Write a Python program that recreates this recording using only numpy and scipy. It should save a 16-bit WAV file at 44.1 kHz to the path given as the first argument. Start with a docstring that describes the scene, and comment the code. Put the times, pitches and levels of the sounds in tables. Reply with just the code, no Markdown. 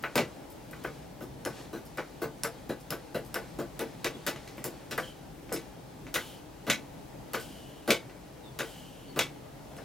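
"""A model engine clamped to a workbench in a fenced yard is flicked over by hand and never catches.
Each flick sums short coloured noise bursts: finger tick, knock, thud of compression, pop at the port.
Clacks, from faint to hard, wake metal modes; the bench rings and the fences scatter each blow as noise.
Trapped air past the piston is a hiss with a fuzzy whistle; sleeves and town air are shaped noise,
and faint far birds are falling sine notes."""
import sys
import numpy as np
from scipy import signal
from scipy.fft import rfft, irfft, next_fast_len
from scipy.io import wavfile
from scipy.ndimage import uniform_filter1d

SR = 44100
rng = np.random.default_rng(int(sys.argv[2]) if len(sys.argv) > 2 else 0)


def generate_wav(sig):
    """Save sig (samples, or channels by samples) to the path in sys.argv[1] as 16-bit PCM at SR."""
    pcm = np.round(np.clip(np.atleast_2d(sig).T, -1, 1) * 32767).astype(np.int16)
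    wavfile.write(sys.argv[1], SR, pcm)


N = 433944  # samples
BLOW_N = 12288  # samples in one blow with its echoes

# Levels of FLICKS, THUMPS, BRUSHES and CLACKS precede the common gain of each kind of blow.
# finger snaps the blade through compression: t/s, swing until the port opens/s, tick/dB, knock/dB,
# pop/dB, thud/dB, treble tilt/(dB/octave)
FLICKS = [(0.0251, 0.012, -35, -56, -18.5, -35.5, 2), (0.1561, 0.0039, -13, -16.5, -21.5, -19, -3.5),
          (0.7113, 0.0186, -34.5, -57, -34, -52, 0), (0.839, 0.0068, -31, -42, -22.5, -31.5, -3),
          (1.4506, 0.008, -19, -42, -23, -28.5, -3.5), (1.9729, 0.009, -31, -29.5, -23, -29.5, -0.5),
          (2.4344, 0.009, -13, -25, -22, -33, -2), (2.9051, 0.016, -17, -27.5, -26, -29.5, -3),
          (3.3428, 0.012, -17, -24, -21.5, -32.5, -2.5), (3.7925, 0.019, -20, -26, -33, -25.5, -1),
          (4.0437, 0.0037, -23, -28, -41, -26, -2.5), (4.2652, 0.013, -15, -19, -28, -26, 1.5),
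          (4.6417, 0.004, -16, -30, -39, -35.5, -1.5), (4.9097, 0.012, -30, -25, -31, -32.5, 3),
          (4.9778, 0.00091, -22, -26, -17, -40, -1.5), (5.5135, 0.0044, -46, -33, -26.5, -31.5, -5),
          (6.1411, 0.016, -16.5, -17.5, -18.5, -30, 5), (6.667, 0.012, -35, -27, -34, -25, 0),
          (7.3339, 0.0093, -19.5, -22.5, -20, -27, 1), (7.877, 0.012, -22, -22.5, -33, -17, -1.5),
          (8.589, 0.014, -24, -21.5, -24, -28, 2.5), (9.1603, 0.014, -35, -29.5, -41, -23, -1),
          (9.7666, 0.018, -34, -50, -34, -41, -5.5)]
# piston runs heavily into compression: t/s, level/dB, treble tilt of its tick and thud/(dB/octave), ring f/Hz
THUMPS = [(0.178, -18.5, -0.5, 600), (1.206, -30.5, 0.5, 343), (1.73, -27.5, 0.5, 390),
          (1.758, -38.5, 3.5, 339), (2.217, -22.5, 1.5, 430), (2.692, -22.5, 0, 470),
          (3.145, -21, 1.64, 520), (3.587, -23.5, 1.1, 288), (4.145, -35, -3, 368), (4.642, -30, -2, 347),
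          (4.723, -41, -4, 345), (5.527, -25.5, -2.5, 350), (6.682, -23, 0.5, 218), (7.891, -26, 1.5, 231),
          (9.174, -29.5, -2, 230)]
# fingers brush or slap the blade: t/s, level/dB, treble tilt/(dB/octave)
BRUSHES = [(0.501, -33.5, 3), (1.2231, -33, 2), (1.8537, -36, -2), (2.802, -37, -1), (3.249, -35, -1),
           (4.572, -36, 4), (5.5257, -15, -2), (7.3987, -27, -4)]
# clacks of piston and propeller, from faint rattles to hard snaps: t/s, level/dB, treble tilt/(dB/octave)
CLACKS = [(0.155, -18.5, -6.5), (0.1771, -13, -3.5), (4.0436, -16.5, -1.3), (4.2767, -24, -2),
          (4.3597, -32.5, -4.5), (4.4754, -36.5, 0), (4.58, -28, -8.5), (5.4919, -36.5, -6),
          (5.5614, -29.5, 0), (6.0664, -35.5, -4.5), (6.6988, -10, -0.3), (7.9043, -9, 0),
          (8.096, -41, -4.5), (9.1901, -11, -0.5)]
# relative colour of the finger's tick: f/Hz, density/(dB per Hz)
TICK_COLOUR = [(100, -32), (1000, -9), (2500, -4), (5000, -3.5), (8000, 1), (13000, 3.5), (16000, -4.5)]
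# relative colour of clack and knock: f/Hz, density/(dB per Hz)
CLACK_COLOUR = [(25, -44), (60, -31), (140, -2.5), (400, -11.5), (900, -1.5), (1500, -4), (2300, 0),
                (3800, 0.5), (4800, -4), (7000, -5.5), (8800, -11.5), (10500, -9.5), (16000, -17)]
# relative colour of the port's pop: f/Hz, density/(dB per Hz)
POP_COLOUR = [(60, -42), (140, -30.5), (450, 0.5), (900, -1), (1500, 2), (2400, -2), (3200, -13.5),
              (4500, -26), (9000, -45), (16000, -39)]
# relative colour of the compression thud: f/Hz, density/(dB per Hz)
THUD_COLOUR = [(25, -49), (50, -42), (90, -8.5), (130, 3.5), (230, 0.5), (450, -6), (700, -9),
               (1100, -15.5), (2000, -22), (4000, -32.5), (8000, -45.5), (16000, -40)]
# resonances and hollows of bench with engine: f/Hz, width/Hz (floored at f/55), gain/dB
BENCH_MODES = [(104, 56, -7), (183, 31, -7), (345, 48, 8.5), (455, 30.4, 13), (495, 158, -7),
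               (510.3, 27, 12.5), (576.5, 43, 8.5), (678.5, 33, 8), (709, 34, -8.5), (825, 29, -11.5),
               (847, 95, 7.5), (888, 25, -16), (1068, 7.7, -13), (1110, 14, 4.5), (1207, 60, 3.5),
               (1330, 35, 3), (1499, 103, 8), (1637, 12, 2.5), (1755, 50, 13.5), (1790, 120, -12),
               (1950, 110, 5), (2160, 35, -8.5), (2160, 9.4, -18), (2130, 42, 1.5), (2155, 110, 6.5),
               (2370, 7.7, -7.5), (3320, 160, -8.5), (3340, 14, 10.5)]
# metal modes woken by clacks and knocks: f/Hz, width/Hz (floored at f/55), gain/dB
METAL_MODES = [(590, 40, 4), (1997, 36, 4), (2165, 40, 5), (2226, 40, 5), (2332, 42, 3), (2670, 70, 2),
               (3410, 70, 2), (3940, 70, 2)]
# echo decay in the yard, before the late cut: f/Hz, t60/s
YARD_T60 = [(150, 0.26), (450, 0.16), (1000, 0.15), (2700, 0.19), (7000, 0.17), (15000, 0.15)]
# left-right likeness of yard sound: f/Hz, likeness/1
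YARD_LIKENESS = [(200, 0.94), (2000, 0.99), (4500, 0.84), (9000, 0.52), (15000, 0.1)]
# relative colour of rubbing cloth: f/Hz, density/(dB per Hz)
RUSTLE_COLOUR = [(50, -30), (300, 18.5), (1500, 11), (4000, 8.5), (8000, 1.5), (13000, -4.5), (16000, -38)]
# other hand shifts and lets go: middle t/s, half length/s, level/dB
RUBS = [(1.59, 0.062, -50), (4.3, 0.33, -56)]
# relative colour of distant town and air: f/Hz, density/(dB per Hz)
AIR_COLOUR = [(15, -45), (25, -34), (53, 9.5), (80, -20), (130, 0), (236, -8.5), (270, -2), (373, -9),
              (503, -9.5), (591, -9), (734, -13), (818, -10), (1070, -20.5), (3820, -31.5), (16000, -35.5)]
# left-right likeness of the air: f/Hz, likeness/1
AIR_LIKENESS = [(60, 0.75), (180, 0.81), (550, 0.17), (1650, 0.2), (4970, 0.072), (15000, 0.09)]
# faint far birds: t/s, length/s, start f/Hz, end f/Hz, level before the blur/dB
CHIRPS = [(4.11, .05, 3450, 3380, -58), (8.41, .08, 3950, 3200, -59), (9.06, .05, 4600, 4300, -62)]
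# air squeezed past the resting piston: t/s, length/s, initial whistle/dB, initial hiss/dB,
# settled whistle f/Hz, whistle width/Hz
LEAKS = [(5.02, 0.12, -50, -53.5, 2960, 190), (6.182, 0.25, -54.5, -49, 3000, 320),
         (7.375, 0.67, -57, -51.5, 2980, 420), (8.627, 0.69, -56.5, -51, 2985, 440)]
# relative colour of the leak's hiss: f/Hz, density/(dB per Hz)
LEAK_COLOUR = [(1500, -12), (3000, 0.5), (6000, -4.5), (10000, -4.5), (16000, -10)]
# phase between microphone ports: f/Hz, lead of left/rad
PORT_PHASE = [(0, -0.54), (6290, 0.41), (11300, 1.2), (12800, 0.68), (15500, 1.3), (16400, -0.5)]
# balance of microphone ports: f/Hz, left minus right/dB
PORT_BALANCE = [(60, 1.5), (150, 1.5), (380, 2), (950, 3), (2380, 0.5), (5980, 1.0), (15000, 2.0)]

TICK_RING_HZ, KNOCK_RING_HZ, CLACK_RING_HZ, POP_RING_HZ, THUD_RING_HZ = 5200, 1500, 2310, 1600, 493
# a finger covers the intake for the first flicks: their ticks scatter less
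CHOKE_UNTIL_S, CHOKED_SCATTER_DB, OPEN_SCATTER_DB = 4.0, -2.5, 1
KNOCK_SCATTER_DB, CLACK_SCATTER_DB, BRUSH_SCATTER_DB, THUMP_SCATTER_DB = 6, -1.5, 4.5, 0
KNOCK_TILT_DB_PER_OCT, THUD_TILT_DB_PER_OCT = -3.26, 1.35  # knock: added to the flick's tilt
THUD_SHARE = 0.6  # part of the swing after which compression peaks
PUSH_DB = -5.5  # finger's first shove on the bench, re thud
THUMP_TICK_DB = -8  # re thump, before the common gains
RUSTLE_DB, SWING_DB, SWING_HALF_S, SWING_LAG_S = -60.5, -58.5, 0.1, 0.097
AIR_DB = -47.0  # before the high-pass
WHISTLE_FADE_DB_PER_S, HISS_FADE_DB_PER_S = 11, 30
EDGE_HZ = 16100


def gain_of(db):
    """Decibels to amplitude."""
    return 10 ** (np.asarray(db) / 20)


def evened(x):
    """Scales to an rms of 1."""
    return x / np.sqrt(np.mean(abs(x) ** 2) + 1e-20)


def unit(x):
    """Scales to a mean energy of 1 per channel."""
    return evened(x) / np.sqrt(x.shape[-1])


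def read(points, hz):
    """Reads a table on a log-frequency axis."""
    f, value = np.transpose(points)
    return np.interp(np.log(hz + 1), np.log(f + 1), value)


def add(mix, s, sound):
    """Mixes a sound in at time s."""
    part = mix[:, max(round(s * SR), 0):][:, :sound.shape[-1]]
    part += sound[..., :part.shape[1]]


def pair(z, likeness, hz):
    """Blends two unrelated spectra into a left and a right one of given likeness."""
    same = np.clip(read(likeness, hz), -1, 1)
    return np.array([z[0], same * z[0] + np.sqrt(1 - same ** 2) * z[1]])


def wash(colour, likeness, patchy_db, swell_db):
    """Stereo noise of rms 1 with drifting patches and a slow swell."""
    frames, hz = N // 512 + 5, np.fft.rfftfreq(2048, 1 / SR)
    real, imag = rng.standard_normal((2, 2, frames, len(hz)))
    patches = uniform_filter1d(rng.standard_normal(real.shape[1:]), size=9, axis=0)
    patches = evened(uniform_filter1d(patches, size=8, axis=1))
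    swell = evened(uniform_filter1d(rng.standard_normal(frames), size=40))[:, None]
    level_db = read(colour, hz) + patchy_db * patches + swell_db * swell
    z = pair(real + 1j * imag, likeness, hz) * gain_of(level_db)
    noise = signal.istft(z.transpose(0, 2, 1), nperseg=2048, noverlap=2048 * 3 // 4)[1]
    return evened(noise[:, :N])


def air():
    """Distant town and air: coloured noise, high-passed."""
    noise = gain_of(AIR_DB) * wash(AIR_COLOUR, AIR_LIKENESS, patchy_db=1.15, swell_db=.5)
    return signal.sosfilt(signal.butter(4, 35, "highpass", fs=SR, output="sos"), noise)


def sleeves():
    """Cloth and skin rub softly all the time, swelling with each swing of the arm."""
    t = np.arange(0, N, 256) / SR
    swells = [(row[0] + SWING_LAG_S, SWING_HALF_S, SWING_DB) for row in FLICKS] + list(RUBS)
    power = gain_of(RUSTLE_DB) ** 2
    for s, half_s, db in swells:
        power = power + gain_of(db) ** 2 * np.exp(-((t - s) / half_s) ** 2)
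    cloth = wash(RUSTLE_COLOUR, YARD_LIKENESS, patchy_db=1.5, swell_db=.5)
    return np.interp(np.arange(N) / SR, t, np.sqrt(power)) * cloth


def causal(db):
    """Minimum-phase response with these gains: rings only after it is struck."""
    log_gain = np.log(gain_of(np.maximum(db, -100)))
    return np.exp(np.conj(signal.hilbert(np.r_[log_gain, log_gain[-2:0:-1]])))[:len(db)]


def bumps(modes, hz):
    """Gain in dB of a set of resonances; clamps and wood damp the high ones."""
    return sum(db / (1 + (2 * (hz - f) / max(width, f / 55)) ** 2) for f, width, db in modes)


def smoothed(x, below_hz=2600):
    """Evens out the chance peaks in the low spectrum of a noise burst."""
    z, hz = rfft(x), np.fft.rfftfreq(x.shape[-1], 1 / SR)
    size = abs(evened(z))
    return irfft(z / (size + 0.068) ** (1 / (1 + (hz / below_hz) ** 4)))


def scatter(hold_s, rise_s=0.0057, lumps_db=1.5):
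    """Echoes from bench, fences and shed: held for a moment, then decaying at a rate set by frequency."""
    t = np.arange(BLOW_N) / SR
    lumps = gain_of(lumps_db * evened(uniform_filter1d(rng.standard_normal(BLOW_N), size=90)))
    hz, at, z = signal.stft(rng.standard_normal((2, BLOW_N)) * lumps, SR, nperseg=128)
    z = z * gain_of(-60 * np.maximum(at - hold_s, 0) / read(YARD_T60, hz)[:, None])
    tail = smoothed(signal.istft(z, SR, nperseg=128)[1][:, :BLOW_N])
    late_cut = 1 / (1 + (t / 0.14) ** 4)
    return unit(tail * (1 - np.exp(-t / rise_s)) * late_cut)


def blows(rows, colour, modes, level_db, rise_s, contact_s, scatter_db, hold_s,
          ring_db, ring_share, ripple_db):
    """Each blow is a short contact and its echoes, coloured by the part struck and by the bench."""
    t, hz, out = np.arange(BLOW_N) / SR, np.fft.rfftfreq(BLOW_N, 1 / SR), np.zeros((2, N))
    body_db = read(colour, hz) + bumps(modes, hz)
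    octaves = np.log2(np.maximum(hz, 200) / 1000)
    force = (1 - np.exp(-t / rise_s)) ** 2 * np.exp(-t / contact_s)
    for s, db, tilt, wet_db, ring_hz in rows:
        contact = unit(smoothed(rng.standard_normal(BLOW_N) * force) * force ** 0.059)
        echoes = pair(rfft(scatter(hold_s)), YARD_LIKENESS, hz)
        # each blow gets its own random ripple of gain, growing toward the treble
        ripple = signal.oaconvolve(rng.standard_normal(len(hz)), np.hanning(BLOW_N // 128), "same")
        ripple = ripple_db * evened(ripple) * hz / (hz + 2500)
        ring = bumps([(ring_hz, ring_share * ring_hz, ring_db)], hz)
        response = evened(causal(body_db + tilt * octaves + ring + ripple))
        wet = gain_of(scatter_db + wet_db)
        gain = gain_of(db + level_db) / np.hypot(1, wet)
        add(out, s, gain * irfft(response * (rfft(contact) + wet * echoes)))
    return out


def strokes():
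    """A flick is tick, knock and shove, then thud, then pop: rows t/s, dB, tilt, scatter/dB, ring/Hz."""
    ticks, clacks, pops, thuds = [], [], [], []
    for s, swing_s, tick_db, knock_db, pop_db, thud_db, tilt in FLICKS:
        wet_db = CHOKED_SCATTER_DB if s < CHOKE_UNTIL_S else OPEN_SCATTER_DB
        ticks.append((s, tick_db, tilt, wet_db, TICK_RING_HZ))
        clacks.append((s, knock_db, tilt + KNOCK_TILT_DB_PER_OCT, KNOCK_SCATTER_DB, KNOCK_RING_HZ))
        thuds.append((s, thud_db + PUSH_DB, THUD_TILT_DB_PER_OCT, THUMP_SCATTER_DB, THUD_RING_HZ))
        thuds.append((s + THUD_SHARE * swing_s, thud_db, THUD_TILT_DB_PER_OCT, 0, THUD_RING_HZ))
        pops.append((s + swing_s, pop_db, tilt, 0, POP_RING_HZ))
    for s, db, tilt, ring_hz in THUMPS:
        ticks.append((s, db + THUMP_TICK_DB, tilt, BRUSH_SCATTER_DB, TICK_RING_HZ))
        thuds.append((s, db, tilt, THUMP_SCATTER_DB, ring_hz))
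    ticks += [(s, db, tilt, BRUSH_SCATTER_DB, TICK_RING_HZ) for s, db, tilt in BRUSHES]
    clacks += [(s, db, tilt, CLACK_SCATTER_DB, CLACK_RING_HZ) for s, db, tilt in CLACKS]
    return ticks, clacks, pops, thuds


def finger_ticks(rows):
    """Finger on propeller: the shortest contact, with a ring in the treble."""
    return blows(rows, TICK_COLOUR, BENCH_MODES, level_db=10.5, rise_s=0.00017, contact_s=0.00073,
                 scatter_db=1.5, hold_s=0.0061, ring_db=8, ring_share=0.16, ripple_db=5.5)


def knocks_and_clacks(rows):
    """Knocks and clacks of piston and propeller: short contact that also wakes the metal."""
    return blows(rows, CLACK_COLOUR, BENCH_MODES + METAL_MODES, level_db=18.0, rise_s=0.00042,
                 contact_s=0.0035, scatter_db=2.0, hold_s=0.0071, ring_db=5.5, ring_share=0.37,
                 ripple_db=3.5)


def compression_thuds(rows):
    """Shove and compression load the bench: the longest, lowest contact."""
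    return blows(rows, THUD_COLOUR, BENCH_MODES, level_db=24.5, rise_s=0.001, contact_s=0.012,
                 scatter_db=5.0, hold_s=0.023, ring_db=6.5, ring_share=0.43, ripple_db=7.5)


def port_pops(rows):
    """The port opens on pressed air: a midrange burst with little ring."""
    return blows(rows, POP_COLOUR, BENCH_MODES, level_db=19.5, rise_s=0.00082, contact_s=0.0061,
                 scatter_db=-1.0, hold_s=0.0073, ring_db=1.0, ring_share=0.3, ripple_db=3.5)


def engine():
    """Sums the four kinds of blow of flicks, thumps, brushes and clacks."""
    ticks, clacks, pops, thuds = strokes()
    return finger_ticks(ticks) + knocks_and_clacks(clacks) + compression_thuds(thuds) + port_pops(pops)


def birds():
    """Short falling notes, blurred by the gardens they cross."""
    out = np.zeros((2, N))
    for s, length_s, start_hz, end_hz, db in CHIRPS:
        hz = np.linspace(start_hz, end_hz, round(length_s * SR))
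        note = gain_of(db) * evened(np.sin(2 * np.pi * np.cumsum(hz) / SR) * np.hanning(len(hz)))
        add(out, s, signal.fftconvolve(note[None], scatter(hold_s=.02), axes=1))
    return out


def leaks(lift_hz=190, settle_s=0.13):
    """Trapped air hisses through a narrow gap; its fuzzy whistle sinks as the pressure falls."""
    out = np.zeros((2, N))
    hiss = wash(LEAK_COLOUR, YARD_LIKENESS, patchy_db=1.5, swell_db=.3)
    for s, length_s, whistle_db, hiss_db, hz, width_hz in LEAKS:
        t = np.arange(round(length_s * SR)) / SR
        # narrow-band complex noise makes the whistle fuzzy
        pole = np.exp(-np.pi * width_hz / SR)
        noise = rng.standard_normal(len(t)) + 1j * rng.standard_normal(len(t))
        flutter = signal.lfilter([1], np.poly([pole, pole]), noise)
        pitch_hz = hz + lift_hz * np.exp(-t / settle_s)
        whistle = evened((flutter * np.exp(2j * np.pi * np.cumsum(pitch_hz) / SR)).real)
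        jet = evened(hiss[:, round(s * SR):][:, :len(t)])
        sound = gain_of(whistle_db - WHISTLE_FADE_DB_PER_S * t) * whistle
        sound = sound + gain_of(hiss_db - HISS_FADE_DB_PER_S * t) * jet
        # flow starts quickly and trails off
        flow = np.minimum(t / .012, 1) * (1 - (t / length_s) ** 4)
        add(out, s, sound * flow)
    return out


def scene():
    """Engine, sleeves, birds and leaking air over the quiet of the yard."""
    return air() + sleeves() + engine() + birds() + leaks()


def record(dry):
    """Two close microphone ports differ a little in level and phase; then the band limit."""
    size = next_fast_len(N + BLOW_N)
    hz = np.fft.rfftfreq(size, 1 / SR)
    left = gain_of(read(PORT_BALANCE, hz) / 2) * np.exp(.5j * read(PORT_PHASE, hz))
    heard = irfft(rfft(dry, size) * np.array([left, 1 / left]), size)[:, :N]
    low_pass = signal.firwin(255, EDGE_HZ, window=("kaiser", 9), fs=SR)
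    return signal.oaconvolve(heard, low_pass[None], "same")


dry = scene()
out = record(dry)
generate_wav(out)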